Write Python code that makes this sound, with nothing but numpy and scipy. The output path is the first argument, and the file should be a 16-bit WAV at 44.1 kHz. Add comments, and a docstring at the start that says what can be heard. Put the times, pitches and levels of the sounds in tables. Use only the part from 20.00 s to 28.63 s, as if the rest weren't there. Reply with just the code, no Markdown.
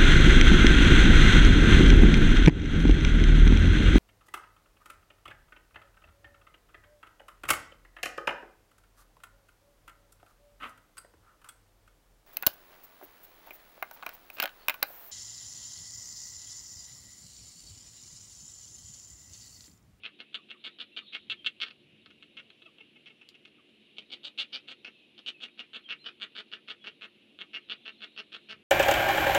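"""Harsh begging calls of heron nestlings in a treetop: each opens with a tick, swells into a rattle and
trails off dully. Uneven throat pulses are the source; chest, throat and gape resonances are the filter.
A smaller chick squeaks between, soft gulps close some calls and a bill snaps once. Far songbirds
whistle and twitter, scattered by the trees. Leaves hiss, distant machinery hums, wind buffets the
microphone and an insect holds a thin high note."""
import sys
import numpy as np
from scipy import signal
from scipy.fft import rfft, irfft, next_fast_len
from scipy.io import wavfile
from scipy.ndimage import uniform_filter1d

SR = 44100
rng = np.random.default_rng(int(sys.argv[2]) if len(sys.argv) > 2 else 0)


def dump_mix(stems):
    """Bounce the given channels to the path in sys.argv[1] as a 16-bit WAV at rate SR."""
    frames = np.atleast_2d(stems).T  # one column per channel
    limited = np.clip(frames, -1, 1)  # hard clip at full scale
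    pcm = np.round(limited * 32767).astype(np.int16)
    wavfile.write(sys.argv[1], SR, pcm)


N = 380583

# Begging calls, levels relative: start_s, tick_db, wait_s, nominal_rattle_s, rattle_db
BEGGING_CALLS = [(0.0351, -38, 0.018, 0.011, -30.5), (0.1892, -51.5, 0.0081, 0.021, -43),
                 (0.328, -52, 0.014, 0.019, -32), (0.4882, -51.5, 0.013, 0.016, -35.5),
                 (0.636, -56, 0.0037, 0.042, -37.5), (0.7869, -43.5, 0.009, 0.031, -37),
                 (0.9646, -35, 0.0039, 0.024, -33.5), (1.1248, -41, 0.0037, 0.04, -35),
                 (1.2986, -24.5, 0.0015, 0.024, -27), (1.4458, -35.5, 0.012, 0.021, -28),
                 (1.6019, -30, 0.0037, 0.034, -29), (1.659, -49, 0.00086, 0.029, -44),
                 (1.705, -50, 0.0009, 0.0052, -47), (2.06, -44, 0.001, 0.0052, -56),
                 (2.101, -68, 0.0011, 0.014, -56), (2.225, -40.5, 0.0011, 0.0038, -42),
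                 (2.369, -37, 0.0039, 0.033, -43.5), (2.5024, -41.5, 0.002, 0.0087, -55.5),
                 (2.6197, -49.5, 0.001, 0.012, -54.5), (2.784, -48, 0.001, 0.012, -62),
                 (3.059, -45, 0.001, 0.025, -47.5), (3.2132, -48.5, 0.0045, 0.014, -58),
                 (3.316, -60.5, 0.0047, 0.005, -66), (3.3434, -53, 0.0026, 0.011, -53.5),
                 (3.4514, -45, 0.001, 0.0058, -47.5), (3.473, -70, 0.0037, 0.0088, -59),
                 (3.69, -62, 0.002, 0.0052, -59), (3.9677, -48, 0.015, 0.013, -36.5),
                 (4.1014, -47, 0.012, 0.031, -39), (4.233, -45, 0.007, 0.041, -39.5),
                 (4.3764, -37, 0.0026, 0.048, -32), (4.524, -47, 0.0023, 0.051, -37.5),
                 (4.6743, -50, 0.0039, 0.05, -41), (4.8465, -35.5, 0.0037, 0.033, -41),
                 (5.179, -48, 0.0051, 0.017, -48.5), (5.262, -31.5, 0.001, 0.038, -33.5),
                 (5.4033, -46, 0.0084, 0.046, -38.5), (5.576, -48, 0.0077, 0.03, -37.5),
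                 (5.7327, -41, 0.004, 0.042, -39), (5.885, -45, 0.0043, 0.044, -34),
                 (6.0425, -46, 0.0061, 0.043, -39), (6.1995, -44.5, 0.01, 0.037, -36),
                 (6.3518, -45.5, 0.0054, 0.051, -39.5), (6.5161, -41.5, 0.0068, 0.039, -38.5),
                 (6.6761, -50, 0.0019, 0.043, -38.5), (6.8416, -42.5, 0.0054, 0.045, -42),
                 (7.011, -43, 0.0025, 0.044, -43), (7.3887, -41.5, 0.013, 0.023, -39),
                 (7.5329, -40.5, 0.0079, 0.032, -32.5), (7.6882, -45, 0.007, 0.041, -35.5),
                 (7.8521, -45, 0.0032, 0.043, -40.5), (8.006, -47, 0.013, 0.031, -39),
                 (8.1632, -46, 0.012, 0.031, -38.5), (8.32, -48, 0.0043, 0.042, -41.5),
                 (8.488, -45, 0.003, 0.038, -40)]
# Drift of the voice: time_s, pulse_rate_hz, chest_db, throat_db, rasp_db, nominal_gape_hz, trail_s
VOICE_DRIFT = [(0, 229.8, -16.5, -10.5, -32.5, 2890, 0.037), (1.0, 230.8, -18.5, -13.5, -32.5, 3093, 0.027),
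               (1.65, 229, -22.5, -10, -30.5, 3015, .025), (2.0, 227.9, -27, -8, -26, 3040, 0.0085),
               (2.7, 227.1, -27, -20, -33, 2830, 0.018), (3.75, 230.5, -26, -17, -22, 3080, 0.0062),
               (3.952, 233.5, -15, -23, -26, 3120, 0.049), (4.3, 294.7, -17.5, -17, -26, 3020, 0.042),
               (4.549, 270, -18, -15, -27.5, 3050, .03), (4.899, 231.8, -15.5, -13.5, -26, 3030, 0.029),
               (5.268, 251.8, -19, -15, -24.5, 3150, 0.021), (5.449, 245.6, -16, -13.5, -26, 3140, 0.052),
               (5.798, 230.5, -18.5, -10.5, -35, 3060, 0.036), (6.3, 214.7, -18, -8, -30.5, 3180, 0.033),
               (7.0, 215.8, -16.5, -7.5, -29, 2954, 0.033), (7.6, 215.3, -16.5, -10.5, -36, 2994, 0.03),
               (8.5, 216.3, -17.5, -9, -25.5, 3024, 0.039)]
# Tilt that lifts the middle two gape resonances against the outer two: time_s, nominal_tilt_db
GAPE_TILT = [(0, 0.5), (1.7, 0), (3.7, 2), (4.0, 2.5), (4.45, 0.5), (4.6, 1.5), (5.3, 1.5), (5.9, 0),
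             (6.4, -1), (7.0, 1.5), (8.5, -1)]
# Four groups of vocal tract resonances: centre_hz, width_hz, relative_gain_db
CHEST_MODES = [(260, 180, -1), (419, 82, 3), (645, 280, 1)]
THROAT_MODES = [(928, 225, -12.5), (1339, 189, 2), (1744, 264, 2.5)]
GAPE_MODES = [(2190, 140, -8.5), (2803, 272, 0.5), (3444, 477, -6.5), (4267, 578, -16)]
RASP_MODES = [(5540, 1160, 11), (7600, 6100, -6.5), (10350, 2600, -5)]
# Squeaks of the smaller chick: start_s, length_s, pitch_hz, source_db, throat_gain_db
SQUEAK_NOTES = [(2.654, 0.019, 672, -51, -15), (2.802, 0.015, 448, -50, -20), (2.953, 0.023, 445, -57, -20),
                (3.094, 0.022, 458, -55.5, -15)]
# Its timbre, one value per gape resonance: gain_db
SQUEAK_GAPE_DB = (4, 2.5, -8, -12)
# Gulps after some calls: start_s, level_db
GULP_NOTES = [(0.089, -72), (0.379, -61), (0.541, -66.5), (1.014, -66), (2.67, -67), (3.583, -69.5),
              (7.435, -72), (7.59, -76), (7.754, -81)]
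# Bill snap: start_s, excitation_db
BILL_SNAPS = [(3.2894, -45)]
# Far songbird notes: start_s, length_s, start_hz, middle_hz, end_hz, relative_level_db
SONGBIRD_NOTES = [(.25, 0.15, 2550, 2580, 2460, -63), (.745, 0.045, 2420, 2430, 2360, -64),
                  (.91, 0.052, 2740, 2720, 2740, -62), (1.03, .05, 4490, 4240, 3950, -59),
                  (1.085, .04, 3900, 3600, 3440, -61), (1.37, 0.049, 3320, 3160, 3030, -54),
                  (4.91, 0.14, 2820, 2570, 2550, -63.5), (5.04, 0.087, 3840, 3800, 3920, -79),
                  (5.32, 0.054, 2730, 2630, 2510, -57), (5.838, 0.035, 3410, 3200, 3100, -55),
                  (5.97, 0.068, 3400, 4130, 3840, -61.5), (6.8, 0.1, 3360, 3280, 2950, -54)]
# Level of the loudest chirps of a flock further off: time_s, level_db
FLOCK_LEVELS = [(0, -72.5), (.9, -66.5), (1.06, -56.5), (1.4, -73.5), (3.3, -81), (4.08, -72), (4.5, -69),
                (7.3, -77), (7.75, -62.5), (8.6, -70.5)]
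# Spectrum of leaf hiss and far rumble: frequency_hz, density_db_per_hz
AMBIENT_SPECTRUM = [(40, -106), (70, -107), (125, -106.5), (220, -93.5), (400, -96), (600, -103),
                    (900, -113), (1300, -113), (1900, -109), (2800, -94), (3600, -104), (5000, -120),
                    (6500, -127), (11500, -130), (15000, -139)]
# Tones of distant machinery: centre_hz, width_hz, level_db
MACHINE_TONES = [(107.6, 6.6, -89.5), (145.4, 4, -82), (215.2, 14, -74.5), (299, 13, -76), (353, 14, -74)]
# Wind on the microphone: time_s, level_db
WIND_LEVELS = [(0, -60), (.2, -103), (1.15, -80.5), (1.3, -66), (1.602, -81.5), (1.969, -67), (2.1, -74),
               (2.7, -82), (8.4, -91.5), (8.55, -68.5)]
# Drift of the insect's note: time_s, pitch_hz
INSECT_PITCH = [(0, 9800), (1.102, 10000), (3.502, 9930), (8.6, 9860)]


def begging(jitter=.08, spread_db=4.5, puff_db=-6, breath_db=-16, shut_ratio=.86, colour_spread_db=3):
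    """Source and filter: uneven pulses, each a click with a puff of air, ring chest, throat and gape."""
    t = np.arange(SR // 5) / SR
    chance = rng.standard_normal((len(BEGGING_CALLS), 3, 64))
    air = rng.standard_normal((len(BEGGING_CALLS), 2, len(t)))
    puff_decay = np.exp(-t[:400] / .0015)
    when, *voice = np.transpose(VOICE_DRIFT)
    out = np.zeros(N + len(t))
    for call, (stretch, size, bill), (puff_noise, breath) in zip(BEGGING_CALLS, chance, air):
        start, tick_db, wait, rattle, rattle_db = call
        rate, chest_db, throat_db, rasp_db, gape_hz, trail = (np.interp(start, when, v) for v in voice)
        onsets = np.cumsum(np.clip(1 + jitter * stretch, .4, 2) / rate)
        onsets -= onsets[0]
        inside = onsets < t[-1]
        heights = undb(spread_db * np.clip(np.r_[0, size[1:]], -3, 1))
        clicks = np.zeros(len(t))
        clicks[(onsets[inside] * SR).astype(int)] = heights[inside]
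        puffs = np.convolve(clicks, puff_decay)[:len(t)] * puff_noise
        source = level(level(clicks, 0) + level(puffs, puff_db) + level(breath, breath_db), 0)
        pressure = breath_pressure(t, tick_db, wait, rattle, rattle_db, trail)
        # Weak pressure loses the treble first; extra force goes less to chest and throat.
        bright = (pressure / pressure.max()) ** .4
        force_db = rattle_db + 38  # above a usual call
        gains = [undb(chest_db - .76 * force_db) / (bright + .54),
                 undb(throat_db - .32 * force_db) / (bright + .5), 1, undb(rasp_db) * bright]
        shut = np.clip(t / (wait + rattle + trail), 0, 1) ** 2
        tuning = gape_hz / 3030 * (1 + .025 * bill[-1])  # against the gape at rest
        tilt_db = contour(start, GAPE_TILT) * np.array([-.5, .37, .81, -.7])
        colour_db = colour_spread_db * bill[:4] + tilt_db
        drives = [source * pressure * gain for gain in gains]
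        out[int(start * SR):][:len(t)] += tract(drives, tuning, shut_ratio * tuning, shut, colour_db)
    return out[:N]


def breath_pressure(t, tick_db, wait, rattle, rattle_db, trail, trail_db=-19):
    """Driving pressure sets the amplitude envelope of a call: a tick, an arched swell, a weak trail."""
    attack = np.clip(t / .0011 + .46, 0, 1)
    tick = undb(tick_db) * (np.exp(-t / .006) + .081) * (t < max(wait, .004)) * attack
    progress = np.clip((t - wait + .001) / (1.14 * max(rattle, .005)), 0, 1)
    swell = undb(rattle_db) * np.sin(np.pi * progress) ** .45
    end = wait + rattle + max(trail, .003)
    fade = undb(rattle_db + trail_db) * (t > wait) * np.clip((end - t) / .017, 0, 1)
    return np.maximum(np.maximum(tick, swell), fade)


def tract(drives, open_tuning, shut_tuning, shut, colour_db):
    """Parallel formants at unit power gain; the gape crossfades in tuning as the bill shuts (0-1)."""
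    chest, throat, gape, rasp = drives
    open_modes, shut_modes = (
        [(hz * tuning, width, db + extra) for (hz, width, db), extra in zip(GAPE_MODES, colour_db)]
        for tuning in (open_tuning, shut_tuning))
    branches = [(chest, CHEST_MODES), (throat, THROAT_MODES), (gape * (1 - shut), open_modes),
                (gape * shut, shut_modes), (rasp, RASP_MODES)]
    impulse = signal.unit_impulse(4096)
    return sum(ring(drive, modes) / np.linalg.norm(ring(impulse, modes)) for drive, modes in branches)


def squeaks(chest_db=-14, rasp_db=-36, droop=.06, tuning=.99, breath_db=-13):
    """Voicing: breath and a pulse train of unsteady, slightly falling pitch excite fixed formants."""
    out, t = np.zeros(N), np.arange(SR // 10) / SR
    for start, length, hz, db, throat_db in SQUEAK_NOTES:
        air = rng.standard_normal(len(t))
        cycles = hz * t * (1 - droop * t / length / 2) + .2 * uniform_filter1d(air, 100)
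        pulses = np.diff(np.floor(np.maximum.accumulate(cycles)), prepend=-1)  # one per cycle
        arch = np.sin(np.pi * np.clip(t / length, 0, 1))
        source = (level(pulses, db) + level(air, db + breath_db)) * arch
        drives = [source * undb(gain_db) for gain_db in (chest_db, throat_db, 0, rasp_db)]
        out[int(start * SR):][:len(t)] += tract(drives, tuning, tuning, 0, SQUEAK_GAPE_DB)
    return out


def gulps(length_s=.024, glide_hz=(1395, 1190, 1170)):
    """Fast random amplitude modulation makes each short, falling note hoarse."""
    hoarse = 1 + .4 * walk(700)
    return hoarse * notes([(start, length_s, *glide_hz, db) for start, db in GULP_NOTES], waver_db=1.5)


def bill_snap():
    """Impact excitation: a brief noise burst rings heavily damped modes, giving a bright, dry crack."""
    bursts, t = np.zeros(N), np.arange(1000) / SR
    for start, db in BILL_SNAPS:
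        bursts[int(start * SR):][:len(t)] += undb(db) * np.exp(-t / .0015) * rng.standard_normal(len(t))
    return ring(bursts, [(1800, 1300, -8), (3630, 1600, 13.5), (6450, 2300, -16),
                         (9000, 2900, -28), (13500, 3400, -16)])


def songbirds():
    """Distance favours diffuse sound: whistles arrive smeared, the flock only by way of the trees."""
    whistles = notes(SONGBIRD_NOTES, waver_db=3.5)
    return undb(-7) * whistles + tree_scatter(undb(-4) * whistles + flock(), t60_s=.25)


def flock(count=1600, low_hz=3200, high_hz=4350):
    """Superposition: many short falling chirps at random moments merge into a twitter."""
    when, length, pitch, bend, faintness = rng.random((count, 5)).T
    start = when * (N / SR - .1)
    hz = low_hz + (high_hz - low_hz) * pitch
    db = contour(start, FLOCK_LEVELS) - 6 * faintness
    fall = 1 - .12 * bend
    chirps = np.transpose([start, .008 + .012 * length, hz, hz * fall, hz * fall ** 2, db])
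    return notes(chirps, waver_db=1.5)


def tree_scatter(x, t60_s):
    """Scattering: trunks and boughs send back a diffuse, exponentially decaying tail."""
    t = np.arange(SR // 2) / SR
    tail = rng.standard_normal(len(t)) * np.exp(-np.log(1000) * t / t60_s) * np.clip(t / .0017, 0, 1)
    return signal.fftconvolve(x, tail / np.linalg.norm(tail))[:N]


def leaves_and_rumble(swell_db=.4, flicker_db=1.2):
    """Broadband noise of leaves and far rumble: half-octave bands swell together and flicker alone."""
    out, swell, size = 0, walk(.69), next_fast_len(N)
    f = np.fft.rfftfreq(size, 1 / SR) + 1
    hz, db = np.transpose(AMBIENT_SPECTRUM)
    density = undb(np.interp(np.log(f), np.log(hz), db))
    spectrum = rfft(rng.standard_normal(size)) * density * np.sqrt(SR / 2)
    for octave in np.arange(4, 14.5, .5):
        band = np.cos(np.pi * np.clip(np.log2(f) - octave, -.5, .5)) ** 2
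        out += undb(swell_db * swell + flicker_db * walk(13)) * irfft(spectrum * band, size)[:N]
    return out


def machinery():
    """Narrowband noise: sharp resonances give the wavering low tones of a distant hum."""
    return sum(level(ring(rng.standard_normal(N), [(hz, width, 0)]), db)
               for hz, width, db in MACHINE_TONES)


def wind():
    """Turbulent pressure on the microphone: low noise that rises and falls with the gusts."""
    buffeting = level(ring(rng.standard_normal(N), [(113, 110, 0)]), 0)
    return undb(contour(np.arange(N) / SR, WIND_LEVELS)) * buffeting


def insect(level_db=-92.5):
    """Random frequency and amplitude modulation roughen a thin, drifting tone."""
    hz = contour(np.arange(N) / SR, INSECT_PITCH) + 70 * walk(220)
    flutter = undb(1.1 * walk(260))
    return level(flutter * np.sin(2 * np.pi * np.cumsum(hz) / SR), level_db)


def notes(table, waver_db):
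    """Frequency glides: near-sine notes bend through three pitches and waver in level."""
    out, waver = np.zeros(N), undb(waver_db * walk(60))
    for start, length, *hz, db in table:
        progress = np.linspace(0, 1, int(length * SR))
        pitch = np.polyval(np.polyfit([0, .5, 1], hz, 2), progress)
        tone = np.sin(2 * np.pi * np.cumsum(pitch) / SR)
        out[int(start * SR):][:len(tone)] += undb(db) * np.sin(np.pi * progress) ** .5 * tone
    return np.sqrt(2) * waver * out


def ring(x, modes):
    """Resonances (centre_hz, width_hz, gain_db) of alternating sign, passed twice for dark valleys."""
    out = 0
    for k, (hz, width, db) in enumerate(modes):
        b, a = signal.iirpeak(hz, hz / (1.55 * width), SR)
        out += (-1) ** k * undb(db) * signal.lfilter(b, a, signal.lfilter(b, a, x))
    return out


def walk(rate_hz):
    """Low-pass noise of unit deviation: random steps, smoothed twice."""
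    hold = int(SR / rate_hz)
    steps = np.repeat(rng.standard_normal(N // hold + 1), hold)
    wander = uniform_filter1d(uniform_filter1d(steps, hold), hold)[:N]
    return wander / np.std(wander)


def contour(time_s, table):
    """Linear interpolation between rows of time and value."""
    return np.interp(time_s, *np.transpose(table))


def undb(db):
    """Decibels as an amplitude ratio."""
    return 10 ** (np.asarray(db, float) / 20)


def level(x, db):
    """Scaling to a given RMS level."""
    return x * undb(db) / np.sqrt(np.mean(x ** 2))


def scene():
    """Superposition of the nest, its reflections and the background in one channel."""
    nest = begging() + squeaks() + gulps() + bill_snap()
    far_birds = songbirds()
    reflections = undb(-5) * tree_scatter(nest, t60_s=.076)
    return (nest + reflections + far_birds + leaves_and_rumble() + machinery() + wind() + insect())[None]


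def record(dry, low_cut_hz=80, top_hz=15400):
    """Band limiting: the recorder thins the deep bass and cuts the top."""
    thinned = signal.sosfilt(signal.butter(2, low_cut_hz, "high", fs=SR, output="sos"), dry)
    return signal.sosfilt(signal.ellip(8, .2, 70, top_hz, fs=SR, output="sos"), thinned)


dry = scene()
out = record(dry)
dump_mix(out)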